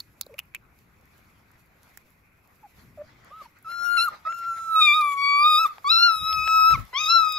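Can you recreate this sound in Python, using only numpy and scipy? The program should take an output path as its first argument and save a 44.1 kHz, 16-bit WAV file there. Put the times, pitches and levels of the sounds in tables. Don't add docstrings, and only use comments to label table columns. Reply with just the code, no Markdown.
import sys
import numpy as np
from scipy import signal
from scipy.fft import rfft, irfft
from scipy.io import wavfile
from scipy.ndimage import uniform_filter1d

SR = 44100
rng = np.random.default_rng(int(sys.argv[2]) if len(sys.argv) > 2 else 0)


def boost(x):
    u = np.asarray(x, float) / 20
    return 10 ** u


def unload_wav(signal):
    wavfile.write(
        sys.argv[1],
        SR,
        np.round(np.clip(np.atleast_2d(signal).T, -1, 1) * 32767).astype(np.int16),
    )


N = 325458

# start/s, end/s, hoarse onset/0-1, onset length/s, hoarse ending/0-1
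WHINES = [
    (3.647, 4.087, .1, .02, .6),
    (4.252, 5.668, .5, .03, .5),
    (5.845, 6.759, .3, .28, .8),
    (6.93, 7.378, .75, .16, .3),
]
CRACKS = [.12, .03, .03, .2]
# t/s, f/Hz
FOLD_PITCH = [
    [(3.647, 1350), (3.671, 1287), (3.7, 1378), (3.968, 1420), (3.988, 1336), (4.05, 1422), (4.072, 1346),
     (4.087, 1192)],
    [(4.252, 1262), (4.284, 1297), (4.306, 1363), (4.354, 1379), (4.7, 1325), (4.748, 1308)],
    [(4.762, 1272), (4.802, 1291), (4.818, 1231), (4.846, 1235), (4.888, 1180), (4.924, 1178),
     (4.953, 1239), (4.982, 1244), (5.044, 1174)],
    [(5.15, 1120), (5.384, 1152), (5.485, 1247), (5.565, 1228), (5.606, 1309), (5.645, 1303), (5.659, 1173),
     (5.668, 1195)],
    [(5.845, 1103), (5.873, 1121), (5.899, 1257), (5.921, 1354), (5.955, 1332), (6.045, 1409),
     (6.062, 1408), (6.119, 1301), (6.21, 1262)],
    [(6.3, 1291), (6.425, 1274), (6.489, 1295), (6.635, 1280), (6.7, 1314), (6.736, 1303), (6.743, 1234),
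     (6.759, 1054)],
    [(6.93, 983), (6.947, 1029), (7.01, 1260), (7.06, 1244), (7.09, 1291), (7.102, 1341), (7.155, 1361),
     (7.245, 1269), (7.378, 1242)],
]
# t/s, level/dB
EFFORT = [
    [(3.647, -50.5), (3.671, -38), (3.778, -37), (3.892, -28), (3.985, -22.5), (4.012, -27), (4.03, -26),
     (4.075, -27), (4.087, -25.5)],
    [(4.252, -36), (4.276, -27.5), (4.368, -39), (4.502, -28), (4.544, -35.5), (4.649, -37), (4.75, -22.5)],
    [(4.764, -19.5), (4.793, -17), (4.829, -24), (4.886, -29), (4.98, -21), (5.095, -26.5), (5.154, -31.5)],
    [(5.396, -22.5), (5.467, -17.5), (5.517, -22.5), (5.559, -20.5), (5.638, -25), (5.659, -18),
     (5.668, -32)],
    [(5.845, -35), (5.877, -26), (5.898, -33), (5.92, -27.5), (6.013, -25.5), (6.056, -19), (6.092, -20),
     (6.209, -40.5)],
    [(6.266, -28), (6.387, -26), (6.451, -31.5), (6.487, -24.5), (6.66, -19), (6.729, -20.5), (6.759, -33)],
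    [(6.93, -43.5), (6.968, -28), (6.996, -38.5), (7.026, -30), (7.042, -35.5), (7.158, -18.5),
     (7.278, -27.5), (7.327, -38), (7.378, -33.5)],
]
# t/s, opening level/dB, throat f/Hz, mouth f/Hz
MOUTH_EARLY = [
    [(3.647, -68.5, 2600, 4670), (3.72, -44.5, 3700, 4530), (3.82, -53, 4350, 5570),
     (3.864, -43.5, 3320, 5390), (3.963, -47, 3330, 3780), (3.982, -27, 3000, 4460),
     (4.02, -24, 3470, 4370), (4.087, -67, 3540, 4650)],
    [(4.252, -60, 2360, 4070), (4.29, -55.5, 2700, 4850), (4.45, -52, 3300, 4800),
     (4.56, -56.5, 3300, 4800), (4.69, -57, 3540, 4770), (4.752, -49.5, 3120, 3650)],
    [(4.764, -35, 2060, 3700), (4.8, -34, 2150, 3820), (4.822, -20, 2200, 3560), (4.846, -22, 2090, 3650),
     (4.885, -16.5, 2520, 2720), (4.93, -21.5, 2440, 3060), (4.96, -27.5, 1600, 3930),
     (5.02, -33, 2370, 2810), (5.14, -39.5, 2300, 2500)],
    [(5.152, -56, 2250, 2390), (5.16, -56, 2290, 5600), (5.18, -36, 2300, 5650), (5.25, -28, 2170, 5000),
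     (5.424, -30.5, 2360, 5110), (5.446, -26.5, 2930, 3950), (5.588, -19.5, 3400, 4340),
     (5.638, -35.5, 2690, 4800), (5.668, -42, 2980, 3500)],
]
# t/s, opening level/dB, throat f/Hz, mouth f/Hz
MOUTH_LATE = [
    [(5.845, -49, 1930, 3940), (5.905, -17, 3560, 4380), (6.015, -22, 3770, 4750),
     (6.03, -15.5, 3630, 4550), (6.128, -33, 3500, 4640), (6.22, -34, 3500, 4080)],
    [(6.29, -26, 3440, 4540), (6.34, -34, 3080, 5000), (6.37, -28, 3060, 6100), (6.39, -26.5, 2920, 5970),
     (6.636, -26, 3070, 5620), (6.729, -27, 3310, 5990), (6.759, -36, 2000, 5700)],
    [(6.93, -49, 1930, 4530), (6.96, -23.5, 2880, 6000), (7.09, -23.5, 3470, 5830),
     (7.104, -16, 3680, 6050), (7.165, -22, 3930, 6140), (7.25, -28.5, 3240, 5900),
     (7.378, -28, 3320, 5500)],
]
# t/s, lips level/dB, teeth level/dB, teeth f/Hz
LIPS_AND_TEETH = [
    [(3.647, -12, 0, 11200), (3.807, -3, -4, 11300), (3.847, -3, 7.5, 9700), (3.969, -1, 2, 9650),
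     (4.087, -2, 18, 11300)],
    [(4.252, -27, 18, 11600), (4.308, 1, -11, 10900), (4.454, -2, -12, 12700), (4.482, 1, -3.5, 10900),
     (4.72, -4.5, 2, 11000), (4.75, -6, 9, 10900)],
    [(4.76, 0, -1, 11100), (4.818, -1.5, 5.5, 9300), (5.026, -5, 3, 10100), (5.056, -4, 5.5, 9400),
     (5.14, 5, 7, 9900)],
    [(5.15, 0, 5, 10400), (5.344, -1, -13, 11900), (5.382, -5, 0, 10500), (5.668, 1, 4, 12400)],
    [(5.845, -6, 0, 11400), (5.878, 18.5, -2, 11600), (5.9, -9, 3, 11600), (6.069, -17, -5.5, 11300),
     (6.157, 3, 11, 9500), (6.24, -11, 5, 9800)],
    [(6.26, -7, 0, 10400), (6.314, -10.5, 2.5, 10100), (6.444, -7, -4.5, 12000), (6.49, 2, -1.5, 14000),
     (6.66, -2.5, 5, 13400), (6.759, 2.5, -3, 12700)],
    [(6.93, 3, -3, 11600), (7.01, -7, -9, 12500), (7.058, -4, 4, 11400), (7.15, -6, -9, 13000),
     (7.378, -2, -10, 11800)],
]
# f/Hz, level/dB
UPPER_TONE = [(5000, -34), (6200, -12), (7500, -7), (8700, -20.5), (10000, -21), (12500, -19.5),
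              (15000, -23), (16500, -24)]
# t/s, left-right level/dB
HEAD_TURN = [
    [(3.647, -1), (3.867, 23), (3.995, 4), (4.041, 13), (4.087, -1)],
    [(4.252, -3.5), (4.35, 6), (4.734, -6), (4.846, 4), (4.972, -4.5), (5.072, 4.5), (5.488, -0.5),
     (5.63, 3)],
    [(5.845, 1), (6.067, 5), (6.157, 11), (6.675, 3), (6.723, 10), (6.759, 0)],
    [(6.93, -1), (7.05, 6), (7.262, 11.5), (7.378, -1)],
]
# t/s, left-right level/dB
OVERTONE_PAN = [(3.9, 2.5), (6.4, 3.5), (7.05, 7), (7.3, 5.5)]
# start/s, end/s, depth/0-1
SKIPPED_BEATS = [(3.307, 3.317, 0.55), (3.418, 3.436, .3), (4.262, 4.279, .14), (4.288, 4.32, 0.04),
                 (3.968, 3.985, 0), (6.935, 6.935, 0.75)]
# t/s, f/Hz, level/dB
WHIMPERS = [
    [(.264, 548, -69), (.268, 535, -38), (.273, 478, -79)],
    [(.296, 590, -53), (.302, 590, -52), (.314, 453, -55), (.332, 437, -54), (.346, 576, -49.5),
     (.352, 610, -56)],
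    [(2.63, 920, -58), (2.644, 830, -48), (2.658, 813, -50.5), (2.668, 740, -55)],
    [(2.976, 660, -47.5), (2.986, 581, -43.5), (3.02, 596, -37), (3.03, 611, -59), (3.048, 624, -56)],
    [(3.303, 1070, -59), (3.326, 1215, -46), (3.358, 1287, -47.5), (3.396, 1315, -48), (3.42, 1183, -41.5),
     (3.432, 1050, -65)],
    [(3.445, 1037, -69), (3.46, 950, -49), (3.47, 840, -59)],
]
WHIMPER_OCTAVES = [-14, -17, -26, -25, -40, -24]
# peak t/s, airflow level/dB, half length/s
BREATHS = [(1.24, -74, 0.56), (1.56, -73, .07), (1.88, -71, 0.18), (2.8, -64.5, 0.057), (3.1, -66.5, 0.13),
           (3.27, -66, 0.2), (3.43, -59.5, 0.052), (3.57, -69.5, 0.032), (3.715, -57.5, 0.041),
           (3.85, -58, 0.11), (4, -58, 0.15), (4.14, -58, 0.074), (4.27, -57, 0.034), (4.44, -58, 0.06),
           (4.58, -56, 0.041), (4.89, -61.5, 0.4), (5.3, -64.5, 1), (5.67, -56, 0.037),
           (5.74, -61.5, 0.062), (6.1, -56.5, 0.06), (6.33, -58, 0.14), (6.6, -65, 0.51),
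           (6.75, -55.5, 0.12), (6.94, -52, 0.0039), (7.05, -60.5, 0.16), (7.38, -58.5, 0.16)]
# f/Hz, level per Hz/dB
MUZZLE_TONE = [(300, -6.5), (700, 0), (1100, 2.5), (2100, 1.5), (2700, -9), (4500, -7), (7500, -18),
               (16500, -33)]
# peak t/s, rustle level/dB, half length/s
SCUFFLES = [(0, -67.5, 0.11), (.23, -74, 0.49), (.8, -72.5, 0.074), (1.2, -74.5, 0.6), (1.6, -74, 0.09),
            (1.9, -71.5, 0.23), (2.1, -74, 0.2), (2.55, -75.5, 0.27), (2.8, -69.5, 0.27), (3.42, -66, 0.1),
            (3.85, -61, 0.19), (4.04, -54, 0.063), (4.39, -56, 0.024), (4.9, -63, 0.63), (5.4, -63, 0.52),
            (5.66, -51, 0.03), (6.0, -57.5, 0.18), (6.3, -58.5, 0.38), (6.65, -57, 0.19),
            (6.74, -58, 0.051), (7.05, -59.5, 0.22), (7.3, -59.5, 0.43)]
# t/s, peak level/dB, ring f/Hz, treble level/dB
SMACKS = [(0.0024, -24, 4380, -12.5), (0.2216, -39, 4450, -34), (0.2325, -42, 4200, -40),
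          (0.2642, -45.5, 4100, -7), (0.341, -44.5, 2370, -10), (0.382, -35, 2600, -10),
          (0.387, -29.5, 2700, -26), (0.3906, -22.5, 2600, -7), (0.398, -33, 2780, -16),
          (0.539, -47, 2490, -30), (0.5476, -24, 2350, -10.5), (0.5551, -29.5, 2480, -44),
          (0.563, -37.5, 2500, -25), (1.5048, -47, 1510, -35), (1.9736, -37.5, 1960, 0)]
# t/s, peak level/dB, ring f/Hz, treble level/dB
WIDE_TICKS = [(0.2116, -19, 4280, -1.5), (3.97, -30.5, 2040, -28), (4.324, -29.5, 1670, -36),
              (4.756, -36, 2000, -32), (5.011, -28, 4030, -4), (5.018, -32, 4570, -16),
              (5.121, -32, 3120, -15), (5.171, -44, 3000, -32), (5.782, -32, 1490, -31),
              (6.328, -22.5, 3150, -36), (6.476, -16.5, 2380, -37), (6.708, -24.5, 996, -19),
              (6.722, -38, 3500, -16), (6.777, -35, 700, -39), (7.323, -32.5, 5050, 2.5)]
# t/s, peak level/dB, lowest f/Hz
GRIT = [(.435, -56, 9000), (.455, -53, 9500), (.789, -49, 4500), (1.012, -53, 4500), (1.056, -51, 4500),
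        (1.18, -51, 8000), (1.516, -47, 7000), (1.594, -58, 6000), (1.66, -55, 9500), (1.783, -64, 2800),
        (1.832, -45, 5000), (2.105, -49, 9000), (2.475, -51, 6000), (2.5574, -54, 9000),
        (3.2465, -43, 6000), (3.588, -50.5, 6000), (3.627, -42, 9500), (4.084, -31, 7500),
        (4.347, -41.5, 9000), (4.3818, -46, 8000), (4.389, -44, 9000), (5.13, -38.5, 9000),
        (5.7981, -58, 8100), (6.72, -33, 6000), (6.8517, -43, 7940), (7.218, -45, 8000), (7.25, -37, 8000),
        (7.291, -33, 8000), (7.338, -35, 9000)]
# f/Hz, t60/s
WALL_DECAY = [(1300, 0.3), (4000, 0.24), (9000, 0.05)]
# peak t/s, level/dB, half length/s
GUSTS = [
    (6.165, -51.5, 0.016),
    (6.225, -42, 0.022),
    (6.39, -45.5, 0.094),
    (6.58, -53.5, 0.16),
    (6.745, -34, 0.038),
    (6.8, -34, 0.031),
    (7.2, -57.5, 0.27),
]
# f/Hz, level per Hz/dB
GUST_TONE = [(25, -34), (45, 4), (70, 9), (130, -1), (250, -11.5), (600, -37)]
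# f/Hz, level per Hz/dB
YARD_TONE = [(25, -28.5), (60, 2), (300, -9), (2500, -7.5), (3000, -25.5), (7000, -31.5), (12500, -24),
             (16000, -36.5)]
# t/s, level/dB
RUMBLE = [(0, -65.5), (1.2, -64), (2.3, -69.5), (2.7, -66.5), (2.85, -56), (3.1, -62.5), (3.6, -68.5),
          (4.5, -67.5), (4.9, -68), (5.6, -78), (6.1, -81)]
# f/Hz, likeness/0-1
PORT_LIKENESS = [(200, 0.97), (900, 0.14)]
# f/Hz, left-right level/dB
PORT_BALANCE = [(300, -0.5), (2400, 2.5), (6000, -2.5), (9000, -10.5)]
# f/Hz, level/dB
PORT_DIP = [(1450, 2), (1750, -1.5), (2100, 2.5), (7700, 0.5), (8600, -11.5), (9700, -1.5), (15700, 3),
            (15900, -22)]


def whine():
    hz = uniform_filter1d(follow(np.vstack(FOLD_PITCH))[0], size=300)
    effort_db = uniform_filter1d(follow(np.vstack(EFFORT))[0], size=200)
    open_db, passed = mouth(hz)
    partial_db = [effort_db] + [open_db + 10 * np.log10(share) for share in passed]
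    bright_db = -31.5 + 0.027 * (hz - hz.mean()) + 0.18 * effort_db
    bright_db = bright_db + 0.29 * (open_db + 10 * np.log10(sum(passed[:3])))
    lips_db, teeth_db, teeth_hz = uniform_filter1d(follow(np.vstack(LIPS_AND_TEETH)), size=200)
    low_pan, high_pan = follow(np.vstack(HEAD_TURN))[0], follow(OVERTONE_PAN)[0]
    turn = 2 * np.pi * np.cumsum(hz * (1 + 0.00317 * wander(60))) / SR
    hoarse, shared = hoarseness(), wander(110)
    calls = [row[:2] for row in WHINES]
    tired = gate([(start + 0.05, end - .025) for start, end in calls], 0.05, 0.025)
    out = np.zeros((2, N))
    for k in range(1, 14):
        if k <= 4:
            db = partial_db[k - 1]
        else:
            db = bright_db + read(UPPER_TONE, k * hz) + 3 * wander(14) - 5 * hoarse * (k > 6)
            ring_db = 20.5 * (1 / (1 + (2 * (k * hz - teeth_hz) / 4400) ** 2) - .5)
            db = db + np.where(k * hz < 8800, lips_db, teeth_db + ring_db)
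        if k == 5:
            db = np.maximum(db, partial_db[4] - 24 + 10 * hoarse)
        if k == 1:
            pan = low_pan
            lead = .75 + .4 * wander(5)
            flutter_db = hoarse * 2 * shared
        else:
            pan = high_pan + read(PORT_BALANCE, k * hz) + 2.9 * wander(6)
            lead = 1.0 + .55 * wander(5)
            beading_db = 5 - 2 * shared ** 2 - 3 * wander(120) ** 2
            flutter_db = hoarse * (beading_db + (.3 + 1.1 * hoarse) * wander(1200))
        smear_db = 3 * wander(350) * (k > 6)
        level = np.sqrt(2) * boost(db + flutter_db + smear_db) / np.maximum(np.cos(lead / 2), .6)
        phase = k * turn + np.array([lead, -lead]) / 2 + k * k
        out += level * (1 if k <= 5 else tired) * sides(pan) * np.sin(phase)
    halves = np.sin(turn / 2) + boost(5 * wander(250)) * np.sin(1.5 * turn + .6 * wander(200))
    return (out + skipping() * boost(effort_db) * halves) * gate(calls, 0.0021, 0.0095)


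def mouth(hz):
    open_db, *peaks_hz = uniform_filter1d(follow(np.vstack(MOUTH_EARLY + MOUTH_LATE)), size=80)
    passed = []
    for k in range(2, 6):
        resonance = sum((1 + (2 * (k * hz - peak) / 720) ** 2) ** -2 for peak in peaks_hz)
        passed.append(boost(-30) ** 2 + resonance)
    return open_db, passed


def hoarseness():
    clear, settle_s = .15, .05
    points = []
    for (start, end, onset, lasts, ending), crack in zip(WHINES, CRACKS):
        points += [(start, onset), (start + lasts, onset), (start + lasts + settle_s, clear)]
        points += [(end - crack - .015, clear), (end - crack, ending), (end, ending)]
    return follow(points)[0]


def skipping():
    return sum(np.clip(depth, 0, 1) * gate([(start, end)], 0.004, 0.0033)
               for start, end, depth in SKIPPED_BEATS)


def whimpers():
    points = [(*point, over) for rows, over in zip(WHIMPERS, WHIMPER_OCTAVES) for point in rows]
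    hz, db, over_db = follow(points)
    turn = 2 * np.pi * np.cumsum(uniform_filter1d(hz, size=200) * (1 + 0.005 * wander(80))) / SR
    soft = gate([(rows[0][0], rows[-1][0]) for rows in WHIMPERS], .004, .006)
    tone = np.sin(turn) + skipping() * np.sin(turn / 2)
    tone += boost(over_db + 3 * wander(90)) * np.sin(2 * turn)
    tone += boost(np.maximum(over_db - 14, -28)) * np.sin(3 * turn)
    tone += boost(-25) * (wander(500) * np.sin(turn) + wander(900) * np.sin(2.3 * turn))
    return np.sqrt(2) * tone * boost(uniform_filter1d(db, size=150) + .8 * wander(120)) * soft


def panting():
    air = hiss(MUZZLE_TONE, (1600, 2100), lambda hz: 0.26 + 0 * hz, patchy_db=3.4)
    return air * swells(BREATHS)


def smacks():
    out, t = np.zeros((2, N + 2000)), np.arange(2000) / SR
    broad = signal.butter(2, (800, 3600), "bandpass", fs=SR, output="sos")
    treble = signal.butter(2, (6300, 15500), "bandpass", fs=SR, output="sos")
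    snaps = [(*row, 750, .22) for row in SMACKS] + [(*row, 1700, .12) for row in WIDE_TICKS]
    for s, db, hz, treble_db, width, wet in snaps:
        decay = np.exp(-t / .0013) + wet * np.exp(-t / .0042)
        burst = rng.standard_normal((2, len(t))) * decay * np.minimum(t / .0006 + .3, 1)
        burst[1] = 0.6 * burst[0] + 0.8 * burst[1]
        r = np.exp(-np.pi * width / SR)
        hollow = [1, -2 * r * np.cos(2 * np.pi * hz / SR), r * r]
        ring = signal.lfilter([1, 0, -1], hollow, signal.lfilter([1], hollow, burst))
        puff = signal.sosfilt(broad, burst)
        spit = signal.sosfilt(treble, burst) * [[.5], [1.4]]
        snap = ring / abs(ring).max() + 0.18 * puff / abs(puff).max()
        snap = snap + boost(treble_db + 10) * spit / abs(spit).max()
        out[:, round(s * SR):][:, :len(t)] += boost(db - 0.5) * snap
    return out[:, :N]


def grit():
    out, t = np.zeros((2, N + 400)), np.arange(400) / SR
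    for s, db, low_hz in GRIT:
        burst = rng.standard_normal((2, len(t))) * np.exp(-t / .001)
        band = signal.butter(2, (low_hz, 14500), "bandpass", fs=SR, output="sos")
        tick = signal.sosfilt(band, burst + burst[0])
        out[:, round(s * SR):][:, :len(t)] += boost(db) * tick / abs(tick).max() * [[.8], [1.6]]
    return out[:, :N]


def rustle():
    bright = [(2500, -11.5), (5000, -11.0), (8600, -10.5), (10000, -10.5), (12500, -5.5),
              (15600, -22), (16200, -22.0)]
    grain = boost(1.8 * wander(40))
    fizz = hiss(bright, (9000, 15500), lambda hz: .3 + 0 * hz, patchy_db=1.5)
    return fizz * grain * swells(SCUFFLES)


def wall(x):
    taps = np.zeros((2, SR // 2))
    at = np.arange(900, SR // 2 - 20, 20) + rng.integers(0, 20, (2, (SR // 2 - 901) // 20))
    np.put_along_axis(taps, at, rng.choice([-1., 1.], at.shape), 1)
    hz, t, z = signal.stft(taps, SR, nperseg=256)
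    shed_db = 6.0 * np.exp(-((t - .055) / .018) ** 2)
    tail = signal.istft(z * boost(-60 * t / read(WALL_DECAY, hz)[:, None] + shed_db), SR, nperseg=256)[1]
    return signal.fftconvolve(x.mean(0)[None], tail / np.linalg.norm(tail[0]), axes=1)[:, :N]


def wind():
    z = rfft(rng.standard_normal((2, N))) * boost(read(GUST_TONE, np.fft.rfftfreq(N, 1 / SR)))
    lumps = boost(2.0 * np.array([wander(40), wander(6.3)]))
    facing = 1.4 * sides(12.)[:, None]
    return evened(irfft(z, N) * lumps) * swells(GUSTS) * facing


def yard():
    floor = boost(-66.5) * hiss(YARD_TONE, (30, 16000), lambda hz: read(PORT_LIKENESS, hz), patchy_db=2.5)
    low = [(25, -33.5), (50, 2.5), (100, 2.0), (200, -3.0), (400, -13.0), (900, -49.5)]  # f/Hz, level/dB
    z = rfft(rng.standard_normal((2, N))) * boost(read(low, np.fft.rfftfreq(N, 1 / SR)))
    z[1] = 0.62 * z[0] + 0.33 * z[1]
    return floor + evened(irfft(z, N)) * boost(follow(RUMBLE)[0])


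def hiss(colour, band, like, patchy_db):
    frames, hz = N // 128 + 5, np.fft.rfftfreq(512, 1 / SR)
    a, b, c, d, patches = rng.standard_normal((frames, 257, 5)).T
    patches = uniform_filter1d(uniform_filter1d(patches, size=6, axis=0), size=16, axis=1)
    same, left = np.clip(like(hz), -1, 1)[:, None], a + 1j * b
    z = np.array([left, same * left + np.sqrt(1 - same ** 2) * (c + 1j * d)])
    z *= boost(read(colour, hz)[:, None] + patchy_db * evened(patches))
    z *= sides(read(PORT_BALANCE, hz))[:, :, None]
    x = signal.istft(z, nperseg=512, noverlap=384)[1][:, :N]
    inside = signal.sosfilt(signal.butter(4, band, "bandpass", fs=SR, output="sos"), x.mean(0))
    return x / np.std(inside)


def swells(rows):
    t = np.arange(N) / SR
    return np.sqrt(sum(boost(db - 14 * abs(t - s) / half) ** 2 for s, db, half in rows))


def follow(rows):
    s, *columns = np.transpose(rows)
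    return [np.interp(np.arange(N) / SR, s, c) for c in columns]


def gate(spans, rise, fall):
    t = np.arange(N) / SR
    edges = [np.minimum((t - start) / rise + 1, (end - t) / fall + 1) for start, end in spans]
    return np.clip(np.max(edges, axis=0), 0, 1) ** 2


def wander(rate):
    steps = rng.standard_normal(round(rate * N / SR) + 2)
    return signal.resample(steps, N)


def sides(db):
    pair = boost(np.array([db / 2, -db / 2]))
    return pair / pair.mean(0)


def read(points, hz):
    f, value = np.transpose(points)
    return np.interp(np.log(hz + 1), np.log(f + 1), value)


def evened(x):
    return x / np.sqrt(np.mean(x ** 2) + 1e-20)


def scene():
    voices, small, snaps = whine(), whimpers(), smacks() + grit()
    echo = wall(boost(-23.5) * voices + boost(-41) * (snaps + small))
    return voices + small + snaps + echo + panting() + rustle() + yard() + wind()


def low_pass(x):
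    return signal.sosfilt(signal.butter(12, 16840, fs=SR, output="sos"), x)


def record(dry):
    ported = irfft(rfft(dry) * boost(read(PORT_DIP, np.fft.rfftfreq(N, 1 / SR))), N)
    return low_pass(ported)


dry = scene()
out = record(dry)
unload_wav(out)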